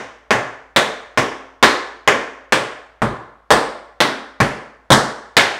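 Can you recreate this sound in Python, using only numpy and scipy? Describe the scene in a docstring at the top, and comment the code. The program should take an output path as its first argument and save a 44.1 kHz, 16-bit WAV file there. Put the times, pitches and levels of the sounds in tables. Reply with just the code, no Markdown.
"""A small, hard-walled room, one microphone: a tap dancer stamps slowly on a wooden practice board.
Each blow of a metal tap rings the plate and the board. Floor and ceiling are near enough to send it
back within milliseconds, and the room rings on. The loudest stamps overload the microphone;
dull air noise and a faint mains hum lie underneath."""
import sys
import numpy as np
from scipy import signal
from scipy.fft import rfft, irfft
from scipy.io import wavfile

SR = 44100
rng = np.random.default_rng(int(sys.argv[2]) if len(sys.argv) > 2 else 0)


def persist_wave(psi):
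    """Save psi, clipped to +-1, as 16-bit WAV."""
    counts = np.round(np.clip(psi, -1, 1) * 32767).astype(np.int16)
    wavfile.write(sys.argv[1], SR, np.atleast_2d(counts).T)


N = 246519
RING_SAMPLES, CUTOFF_HZ = 40960, 16000


def from_db(db):
    """Decibels to gain."""
    return 10 ** (np.asarray(db) / 20)


def at_hz(points, hz, column=1):
    """One column of a table, read along log frequency."""
    table = np.array(points, float)
    return np.interp(np.log(np.maximum(hz, 1)), np.log(table[:, 0]), table[:, column])


def hump(hz, centre_hz, octaves):
    """A bell on the log-frequency axis, height 1."""
    return np.exp(-.5 * (np.log2(hz / centre_hz) / octaves) ** 2)


def causal_filter(x, curve_db):
    """Minimum-phase filter with the given gain at each FFT bin: nothing sounds before the blow."""
    cepstrum = irfft(np.log(from_db(curve_db)))
    half = len(cepstrum) // 2
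    cepstrum[1:half] *= 2
    cepstrum[half + 1:] = 0
    return irfft(rfft(x, len(cepstrum)) * np.exp(rfft(cepstrum)))[:len(x)]


def add(out, sound, start_s):
    """Mix a sound in at a time, dropping what falls outside."""
    at = int(round(start_s * SR))
    first, last = max(at, 0), min(at + len(sound), N)
    out[first:last] += sound[first - at:last - at]


# Still air around the microphone: frequency_hz, density_db
AIR_SPECTRUM = [(25, -8), (55, -0.5), (110, -1), (250, -16), (700, -2.5), (2000, -16), (6000, -29.5),
                (15000, -40.5)]


def room_tone(air_db=-62, hum_hz=55.14, hum_db=-61):
    """The room between stamps: dull, steady air noise and mains hum."""
    air_gain = from_db(at_hz(AIR_SPECTRUM, np.fft.rfftfreq(N, 1 / SR)))
    air = irfft(rfft(rng.standard_normal(N)) * air_gain, N)
    hum = np.sqrt(2) * np.sin(2 * np.pi * hum_hz * np.arange(N) / SR)
    return from_db(air_db) * air / np.std(air) + from_db(hum_db) * hum


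# Board and room at the microphone: frequency_hz, first_arrivals_db, first_ring_db, tail_db, tail_t60_s
ROOM_RESPONSE = [(50, -8, -0.5, -8.5, 0.38), (130, 1.5, 6, -4.5, 0.454), (292, -5, -0.5, -1, 0.5347),
                 (700, 0.5, -1, -3, 0.6842), (1660, 0, 5, -2.5, 0.701), (3182, 4, 1, -3.5, 0.5632),
                 (7100, 2, 2.5, -1, 0.5527), (9700, -1, 6, -4.5, 0.45), (15000, 7.5, 0, 2, 0.29)]


def diffuse_ring(bands=19, first_t60_s=0.2409, build_s=0.0011, build_cycles=0.785):
    """Dense modes of board and room in half octaves: a quick first ring, then the tail."""
    t, hz = np.arange(RING_SAMPLES) / SR, np.fft.rfftfreq(RING_SAMPLES, 1 / SR)
    centres = np.geomspace(32, CUTOFF_HZ, bands)
    white, out = rfft(rng.standard_normal(RING_SAMPLES)), 0
    for centre, share in zip(centres, np.eye(bands)):
        first_db, tail_db, tail_t60_s = (at_hz(ROOM_RESPONSE, centre, column) for column in (2, 3, 4))
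        first = from_db(first_db - 60 * t / first_t60_s)
        tail = from_db(tail_db - 60 * t / tail_t60_s)
        build = 1 - np.exp(-t / (build_s + build_cycles / centre))   # lows build slowly
        envelope = np.hypot(first, tail) * build
        passband = np.interp(hz, centres, share)
        band = irfft(white * passband) * envelope
        # a blow hands each band a set share of its energy
        energy = np.mean(passband ** 2) * np.sum(envelope ** 2)
        out = out + band * np.sqrt(energy / np.sum(band ** 2))
    return out


def slap(contact_s=0.0014, crossover_hz=2610):
    """The tap plate chatters as it beds down: one push in the lows, a brief burst in the treble."""
    length = int(contact_s * SR)
    chatter = np.pad(rng.standard_normal(length) * signal.windows.tukey(length), (0, length))
    lows = signal.butter(2, crossover_hz, "low", fs=SR, output="sos")
    highs = signal.butter(2, crossover_hz, "high", fs=SR, output="sos")
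    push = signal.sosfilt(lows, signal.unit_impulse(2 * length))
    return push + signal.sosfilt(highs, chatter / np.linalg.norm(chatter))


# Nearby surfaces, reaching the microphone after the direct sound: delay_s, level_db
REFLECTIONS = [(.0037, -7), (.0048, -9.5), (.0078, -9), (.0094, -3.5), (0.0099, -9), (0.0176, -11.5),
               (.027, -14.5)]


def first_arrivals(gain_db=24, tick_above_hz=15760, tick_db=8.5):
    """The direct slap with an overload tick, then reflections whose paths change as the foot moves."""
    paths, contact = np.zeros(RING_SAMPLES), slap()
    paths[0] = 1
    for (delay_s, level_db), shift in zip(REFLECTIONS, rng.normal(0, .04, len(REFLECTIONS))):
        paths[int(abs(delay_s * (1 + shift)) * SR)] += from_db(level_db)
    out = np.convolve(paths, contact)[:RING_SAMPLES]
    # the first peak overloads the microphone, adding a sharp, very high tick to the direct slap
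    overload_tick = signal.sosfilt(signal.butter(2, tick_above_hz, "high", fs=SR, output="sos"), slap())
    out[:len(overload_tick)] += from_db(tick_db) * overload_tick
    return -from_db(gain_db) * out


def step_colour(hz, weight_db, clack_db, bite_db, spot_hz, plate_hz, node_hz):
    """The tone of one footfall in dB, set by how and where the shoe lands."""
    weight = weight_db / (1 + (hz / 191.4) ** 3.3)   # body weight drives the floor in the bass
    clack = clack_db * hump(hz, 2296, octaves=0.436)   # high on the tap's edge, low on a flat sole
    bite = bite_db / (1 + (2200 / hz) ** 2.2)   # bare metal adds treble
    spot = 3 * hump(hz, spot_hz, octaves=0.38)   # the struck spot resonates
    plate = 3.5 * hump(hz, plate_hz, octaves=0.15)   # so does the tap plate
    node = -4 * hump(hz, node_hz, octaves=0.18)   # the step hardly excites this pitch
    return weight + clack + bite + spot + plate + node


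# An average blow on the board: frequency_hz, level_db
BLOW_SPECTRUM = [(35, -11.5), (55, -4), (75, -10), (115, -6.5), (170, -5.5), (230, -1.62), (550, 1.33),
                 (1100, -3), (1750, -3), (2600, -9), (3700, -10.5), (5200, -16.5), (8800, -25.5),
                 (15000, -41.5)]
# Resonances of board and taps: pitch_hz, width_hz, lift_db
BOARD_MODES = [(114, 38, 6.5), (139.6, 21, 6.5), (218.3, 24, 4.5), (268, 3.8, 4.5), (446, 14, 3.5),
               (600.4, 11, 4.5), (842.8, 25, 2.5), (1073, 120, 5), (1360, 18, 2), (1734.3, 59, 4),
               (2087, 76, 2), (2552, 35, -1), (2732, 25, -6), (3964, 120, -3), (4490, 38, -3),
               (4900, 12, 1), (8440, 1200, 1)]


def blow(footfall, crack_db=0, thump_db=0, mode_spread=.3):
    """One contact of tap and board, heard through the room; each drives the modes in new proportions."""
    hz = np.maximum(np.fft.rfftfreq(RING_SAMPLES, 1 / SR), 1)
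    modes_db = np.array([lift_db / (1 + (2 * (hz - pitch_hz) / width_hz) ** 2)
                         for pitch_hz, width_hz, lift_db in BOARD_MODES])
    mode_drive = 1 + mode_spread * rng.standard_normal(len(BOARD_MODES))
    board_db = at_hz(BLOW_SPECTRUM, hz) + mode_drive @ modes_db
    floor_db = thump_db * hump(hz, 40, octaves=0.65)
    early = causal_filter(first_arrivals(), at_hz(ROOM_RESPONSE, hz) + crack_db)
    return causal_filter(early + diffuse_ring(), board_db + floor_db + step_colour(hz, *footfall))


# Stamps on the board: start_s, strength_db, weight_db, clack_db, bite_db, spot_hz, plate_hz, node_hz
STAMPS = [ (-0.14, -5.5, 3, 2, 3.5, 586.7, 5980, 4340), (0.307, -1, -2.5, 3.5, -3.5, 631, 6720, 4010),
          (0.762, -0.5, -4.5, 0, 4.5, 526, 3690, 4890), (1.1747, -1.5, -4, 1.5, -1.5, 340, 5640, 4200),
          (1.627, 4.5, -14, 0.5, -0.2, 307, 4114, 630), (2.076, 0.5, -7, 5, -2.5, 457, 6540, 4090),
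          (2.523, -1.5, -6, 4.5, 1, 495, 8380, 2037), (3.019, -3.5, 10.5, -2.5, -10, 1200, 9144, 5200),
          (3.505, 3, -6.5, -5, -1.5, 535, 8362, 6404), (4.004, -0.29, -8, -1.5, 3, 260.6, 3736, 7000),
          (4.403, -1.5, 8, 1.35, -3, 183, 9900, 3520), (4.9038, 6, 0, -5.5, -4, 281, 8760, 2510),
          (5.3677, 0.17, -3.5, 4, 6, 826, 3897, 1112)]
# In a flat stamp the shoe's other tap lands just after: start_s, strength_db, bite_db, spot_hz, thump_db
TRAILING_TAPS = [(1.634, -3.5, 0.5, 415.7, 13.5), (3.5137, -2.3, 2.5, 700, 19.5),
                 (4.9204, -1, 7.5, 1215, 5.5)]


def tap_dancer():
    """Slow stamps on one board; a trailing tap cracks more sharply and thumps the floor."""
    out = np.zeros(N)
    for start_s, strength_db, *footfall in STAMPS:
        add(out, from_db(strength_db) * blow(footfall), start_s)
    for start_s, strength_db, bite_db, spot_hz, thump_db in TRAILING_TAPS:
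        nearest_stamp = min(STAMPS, key=lambda stamp: abs(stamp[0] - start_s))
        _, _, weight_db, clack_db, _, _, plate_hz, node_hz = nearest_stamp
        footfall = [weight_db, clack_db, bite_db, spot_hz, plate_hz, node_hz]
        add(out, from_db(strength_db) * blow(footfall, crack_db=4.5, thump_db=thump_db), start_s)
    return out


def scene():
    """The dancer in the quiet room, one channel."""
    return (tap_dancer() + room_tone())[None]


def record(dry, overload=0.99, soften_hz=15030):
    """The microphone flattens the hardest peaks; the top is softened and cut."""
    clipped = np.clip(dry, -overload, overload)
    soften = signal.butter(1, soften_hz, fs=SR, output="sos")
    cut = signal.ellip(10, .1, 70, CUTOFF_HZ, fs=SR, output="sos")
    return signal.sosfilt(cut, signal.sosfilt(soften, clipped))


dry = scene()
out = record(dry)
persist_wave(out)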